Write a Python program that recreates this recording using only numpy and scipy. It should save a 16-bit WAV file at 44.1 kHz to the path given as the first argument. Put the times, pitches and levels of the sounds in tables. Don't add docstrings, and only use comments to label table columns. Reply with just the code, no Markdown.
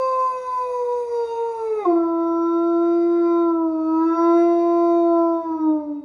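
import sys
import numpy as np
from scipy import signal
from scipy.fft import rfft, irfft, next_fast_len
from scipy.io import wavfile
from scipy.ndimage import uniform_filter1d, map_coordinates

SR = 44100
rng = np.random.default_rng(int(sys.argv[2]) if len(sys.argv) > 2 else 0)


def ratio_of_db(decibels):
    return 10 ** (np.asarray(decibels, float) / 20)


def digitize_waveform(pressure):
    field = np.atleast_2d(pressure).T
    bounded = np.clip(field, -1, 1)
    quanta = np.round(bounded * 32767).astype(np.int16)
    wavfile.write(sys.argv[1], SR, quanta)


N = 266667
TIME_S = np.arange(N) / SR
BREAK_S = 1.849
SINCE_BREAK_S = TIME_S - BREAK_S


def unit(x):
    return x / np.sqrt(np.mean(x ** 2) + 1e-20)


def along(points, hz):
    point_hz, value = np.transpose(points)
    return np.interp(np.log(hz + 1), np.log(point_hz + 1), value)


def curves(rows):
    start_s, *columns = np.transpose(rows)
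    return [np.interp(TIME_S, start_s, column) for column in columns]


def step(at_s, takes_s):
    return .5 + .5 * np.tanh(2 * (TIME_S - at_s) / takes_s)


def wobble(rate_hz):
    coarse = np.arange(0, N + 32, 32)
    knots = rng.standard_normal(int(N * rate_hz / SR) + 4)
    return np.interp(np.arange(N), coarse, map_coordinates(knots, [coarse * rate_hz / SR]))


def filtered(x, response):
    size = next_fast_len(N + SR // 2)
    return irfft(rfft(x, size) * response(np.fft.rfftfreq(size, 1 / SR)), size)[..., :N]


def peak(f, centre_hz, width_hz):
    return 1j * f * width_hz / (centre_hz ** 2 - f * f + 1j * f * width_hz)


def resonances(modes, column=2, notches=()):
    def response(f):
        total = sum(ratio_of_db(row[column]) * peak(f, *row[:2]) ** 2 for row in modes)
        for centre_hz, width_hz, depth in notches:
            total = total * (1 - np.clip(depth, 0, 1) * peak(f, centre_hz, width_hz))
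        return total
    return response


def shaped(x, opening, modes, notches=()):
    wide = unit(filtered(x, resonances(modes, 2, notches)))
    narrow = unit(filtered(x, resonances(modes, 3, notches)))
    opening = np.clip(opening, 0, 1)
    return (opening * wide + (1 - opening) * narrow) / np.hypot(opening, 1 - opening) ** .5


def patchy(x, patchy_db):
    z = signal.stft(x, nperseg=512)[2]
    field = rng.standard_normal(z.shape)
    field = uniform_filter1d(uniform_filter1d(field, 5, 0), 12, 1)
    return signal.istft(z * ratio_of_db(patchy_db * unit(field)), nperseg=512)[1][:N]


# start_s [s], pitch_hz [Hz]
HIGH_PITCH = [
    (0, 523.1),
    (.65, 501.4),
    (.86, 486),
    (.97, 487.1),
    (1.3, 462.8),
    (1.5, 463.5),
    (1.85, 421),
]
# start_s [s], pitch_hz [Hz]
LOW_PITCH = [(1.85, 331.6), (2.25, 333.9), (3.1, 341.9), (3.42, 339.6), (3.77, 318.7), (3.99, 322.8),
             (4.17, 335.4), (4.451, 341.5), (5.0, 340.1), (5.402, 331.9), (5.972, 290.4)]


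def pitch():
    sag_hz, sag_s = 31.3, .035
    overshoot_hz, settle_s = 31.46, .07
    high, low = (uniform_filter1d(curves(note)[0], SR // 12) for note in (HIGH_PITCH, LOW_PITCH))
    before = SINCE_BREAK_S < 0
    bend = np.exp(-abs(SINCE_BREAK_S) / np.where(before, sag_s, settle_s))
    return uniform_filter1d(np.where(before, high - sag_hz * bend, low + overshoot_hz * bend), 300)


def slide_rate(pitch_hz, window):
    return uniform_filter1d(abs(np.gradient(pitch_hz)) * SR, window)


# pitch_hz [Hz], level_db [dB]
MOUTH_LEVEL = [(320, -17), (500, -20.5), (680, -27.5), (880, -29), (1030, -24.5), (1340, -30.5),
               (1450, -47), (2100, -55)]
# start_s [s], pitch_hz of the partial
# [Hz], reach_s [s], depth_db [dB]
ROOM_NODES = [(.279, 513, 0.19, 23), (.469, 507, 0.099, 9), (.559, 504, 0.25, 28), (1.071, 478, 0.069, 8.5),
              (1.322, 462, 0.092, 11.5), (1.568, 456, 0.092, 11.5), (1.834, 402, .015, 16),
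              (1.857, 361, 0.0074, 15.5), (0, 1045, .05, 11), (0.415, 1018, 0.15, 17.5),
              (0.851, 972, 0.037, 19), (1.001, 966, 0.055, 8), (1.102, 952, 0.089, 18),
              (1.27, 928, 0.05, 23.5), (1.535, 916, 0.022, 7.5), (1.701, 872, .08, 13),
              (1.769, 851, .04, 27), (0.761, 1480, 0.12, 10.5), (1.07, 1430, 0.05, 14.5),
              (1.337, 1387, 0.045, 28.5), (1.564, 1367, 0.031, 22), (1.697, 1310, .04, 11.5),
              (.72, 998, .07, 9), (1.891, 1044, 0.028, 14), (1.942, 1035, 0.038, 9),
              (2.004, 1011, 0.027, 15.5), (2.055, 668, 0.03, 11), (1.886, 1399, 0.049, 15),
              (1.946, 1376, 0.029, 15), (1.925, 345, 0.018, 4),
              (2.699, 1016, 0.25, 7), (3.817, 320, .08, 4), (4.161, 334, 0.051, 17), (5.429, 330, .07, 45),
             (5.593, 318, 0.025, 16), (5.829, 300, 0.054, 13), (6.019, 291, 0.025, 15),
             (2.489, 673, 0.11, 18), (3.15, 680, 0.26, 7), (3.519, 666, 0.033, 16), (4.031, 646, 0.37, 19),
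             (5.507, 649, .12, 18), (5.637, 630, 0.25, 23), (5.972, 580, 0.13, 22), (3.028, 1022, 0.35, 21),
             (3.203, 1021, 0.059, 31), (3.552, 994, .03, 8), (3.687, 971, 0.022, 21),
             (3.737, 962, 0.042, 30), (3.843, 959, 0.1, 17), (4.081, 980, .03, 21), (4.414, 1018, 0.12, 25),
             (4.575, 1022, 0.092, 8), (5.034, 1019, 0.17, 8), (5.587, 956, 0.026, 16),
             (3.064, 1363, 0.22, 9.1), (3.743, 1282, 0.19, 14), (4.6, 1362, 0.15, 13),
             (5.023, 1360, .06, 15), (5.433, 1320, 0.061, 23)]


def partial(k, phase, pitch_hz, level_db, flutter_db):
    t = np.arange(0, N + 64, 64) / SR
    gain = np.ones(len(t), complex)
    for start_s, node_hz, reach_s, depth_db in ROOM_NODES:
        if round(node_hz / pitch_hz[int(max(start_s, 0) * SR)]) == k:
            x = (t - start_s) / reach_s
            gain = gain * (x + 1j * ratio_of_db(-depth_db)) / np.hypot(x, 1)
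    gain = map_coordinates(gain, [np.arange(N) / 64], order=1)
    lift_db = 2.3 * (abs(peak(k * pitch_hz, 341, 8)) ** 2 - .5 * (k == 1))
    uneven_db = flutter_db * (wobble(45) - flutter_db / 9)
    size = ratio_of_db(level_db + lift_db + along(MOUTH_LEVEL, k * pitch_hz) + uneven_db)
    return size * np.sqrt(2) * np.imag(gain * np.exp(1j * (k * phase + k)))


def strong_partials(phase, pitch_hz, loud_db, firm_db, high, kick):
    high_db, turned_db, kick_db = [3, 4.5, -3.5, -3.5], [0.5, 8, 2.5, -3], [1, 7.5, 10, 7]
    turned = step(4.31, 0.34)
    flutter_db = np.clip(.3 + slide_rate(pitch_hz, SR // 8) / 120, 0, 2)
    gap_db = 7.5 * np.exp(-(SINCE_BREAK_S / 0.014) ** 2)
    surge_db = 9.5 * (1 - high) * np.exp(-abs(SINCE_BREAK_S) / 0.12)
    voice_db = loud_db - gap_db + surge_db
    total = 0
    for k in range(4):
        level_db = voice_db + k * firm_db + kick_db[k] * kick + high_db[k] * high + turned_db[k] * turned
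        total = total + partial(k + 1, phase, pitch_hz, level_db, flutter_db * np.sqrt(k / 2 + .5))
    return total


# pitch_hz [Hz], width_hz [Hz], wide_open_db [dB], narrow_db [dB]
THROAT_MODES = [(1545, 200, -15, -2), (2095, 320, -2, -3.5), (2480, 306, -2, -2.5), (2570, 210, -11, -15.5),
                (3733, 110, 2, 8), (4000, 120, 2.5, -16), (4510, 320, -5, 4), (4689, 190, 5.5, 0.5),
                (5720, 210, 0, 2.5), (6440, 650, -1, -9.5), (7360, 440, -22.5, -21),
                (8840, 610, -9.5, -14.5), (9180, 300, -9.5, -9.5), (9600, 650, -5.5, -22),
                (10700, 500, -10.5, -14), (12300, 500, -21.5, -31.5)]
# pitch_hz [Hz], width_hz [Hz], depth [0-1]
SIDE_CAVITIES = [(2950, 560, 0.9), (4217, 520, 0.96), (5350, 480, 0.92), (7300, 180, 0.1), (8150, 200, 0.5)]


def throat(x, opening):
    return shaped(x, opening, THROAT_MODES, SIDE_CAVITIES)


def upper_partials(phase, opening, high, strain_db):
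    slope = 2.2 - 0.72 * step(BREAK_S + 0.33, .1)
    total = 0
    for k in range(5, 36):
        fading = ratio_of_db(3.2 * wobble(2.49) + (1 + 2.0 * high) * wobble(30))
        total = total + fading * (k / 5) ** -slope * np.sin(k * phase + k * k / 3)
    return ratio_of_db(-54.5 + strain_db) * throat(total, opening)


# pitch_hz [Hz], width_hz [Hz], wide_open_db [dB], narrow_db [dB]
CHEST_MODES = [(402, 186, -12.5, 4), (580, 460, -1.5, -3), (668, 51, 1, 0.5), (840, 790, -9, -9),
               (1094, 170, 4, -2), (1260, 270, -6, -6)]


def breath(phase, opening, strain_db, leak_db, kick):
    pulses = (1 + .5 * np.sin(phase)) * ratio_of_db(.8 * wobble(12))
    air = rng.standard_normal((2, N)) * pulses
    hiss = ratio_of_db(-56.5 + leak_db) * throat(patchy(air[0], patchy_db=2.5), opening)
    chest_db = -51.5 + 0.47 * strain_db + 0.11 * leak_db + 8 * kick
    chest = shaped(patchy(air[1], patchy_db=3.0), opening, CHEST_MODES, [(1780, 2300, 1.0)])
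    return hiss + ratio_of_db(chest_db) * chest


# start_s [s], end_s [s], level_db [dB]
HALF_PITCH = [
    (3.5, 4.13, -69.5),
    (5.5, 6.1, -78),
]


def undertone(phase):
    level = sum(ratio_of_db(level_db) * (step(start_s, .1) - step(end_s, .1))
                for start_s, end_s, level_db in HALF_PITCH)
    return level * ratio_of_db(2 * wobble(9.9)) * np.sqrt(2) * np.sin(phase / 2)


# start_s [s], loudness_db [dB], firmness_db [dB per strong partial],
# strain_db [dB], air_leak_db [dB]
VOICE_EFFORT = [(0, 1.5, -1, 0, 1.5), (.6, 2.5, -1, -3.5, 2), (.9, -1.5, -2, -9, 0.5),
                (1.3, 0.5, -3.5, 3, -1.5), (1.6, -3, -2, -4.5, -1.5), (1.8, -2.5, 0, 2.5, -2.5),
                (2.1, -4, -1, -2, -12), (2.45, -2, 0, -4, -9.5), (2.85, -1, 0.5, -2, -13),
                (3.4, -1, 0.5, -1.5, -12.5), (3.65, -1.5, 0, -12, -13.5), (4.07, 2.5, -0.5, 4.5, -11.5),
                (4.36, 1.5, 1, 8, -9), (4.6, -2.5, -1, 5.5, -10), (5.2, -0.5, -0.5, -3, -12),
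                (5.5, -3, -2, -5.5, -16), (5.7, 1, -3.5, -11.5, -18), (6.04, -11.5, -12.5, -21, -26)]


def howl(pitch_hz):
    loud_db, firm_db, strain_db, leak_db = curves(VOICE_EFFORT)
    high = 1 - step(BREAK_S, .02)
    opening = 0.92 + (0.033 - 0.92) * step(BREAK_S, 0.12)
    kick = np.exp(-((SINCE_BREAK_S - 0.0092) / 0.0063) ** 2)
    phase = 2 * np.pi * np.cumsum(pitch_hz * (1 + .001 * wobble(25))) / SR
    strong = strong_partials(phase, pitch_hz, loud_db, firm_db, high, kick) + undertone(phase)
    weak = upper_partials(phase, opening, high, strain_db) + breath(phase, opening, strain_db, leak_db, kick)
    return strong, weak


# pitch_hz [Hz], decay_s to -60 dB [s]
KITCHEN_DECAY = [(200, .6), (1000, 1), (4000, 0.13), (10000, 0.11)]


def kitchen(x, lead=SR // 2):
    hz, t, z = signal.stft(rng.standard_normal(SR * 3 // 4), SR, nperseg=256)
    decay = ratio_of_db(-60 * t / along(KITCHEN_DECAY, hz)[:, None])
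    tail = signal.istft(z * decay, SR, nperseg=256)[1]
    before = np.pad(x, (lead + 300, 0), mode="reflect")
    return signal.fftconvolve(before, tail / np.linalg.norm(tail))[lead:lead + N]


# pitch_hz [Hz], level_db [dB per Hz]
ROOM_HISS = [(20, -13.5), (60, -9), (250, 1), (1000, -14.5), (2500, -29), (3300, -38), (6300, -39),
             (9000, -29.5), (11500, -47.5), (12500, -52.5)]
# pitch_hz [Hz], width_hz [Hz], level_db [dB]
FRIDGE_HUM = [(70.5, 18, 3), (127, 22, -7.5), (157, 71, -11.5), (54, 18, -7.5)]


def room_tone():
    hiss = unit(filtered(rng.standard_normal(N), lambda hz: ratio_of_db(along(ROOM_HISS, hz))))
    hum = unit(filtered(rng.standard_normal(N), resonances(FRIDGE_HUM)))
    return ratio_of_db(-67.0) * hiss + ratio_of_db(-64) * hum


def scene():
    pitch_hz = pitch()
    strong, weak = howl(pitch_hz)
    sliding = np.clip(slide_rate(pitch_hz, SR // 10) / 60, .15, 1)
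    echo = kitchen(ratio_of_db(-17.5) * sliding * strong + ratio_of_db(-7.5) * weak)
    return (strong + ratio_of_db(-1.5) * weak + echo + room_tone())[None]


def top_cut(x):
    return signal.sosfilt(signal.butter(12, 12460, fs=SR, output="sos"), x)


def record(dry):
    fade = np.minimum(1, np.arange(N)[::-1] / 130)
    return top_cut(dry * fade)


dry = scene()
out = record(dry)
digitize_waveform(out)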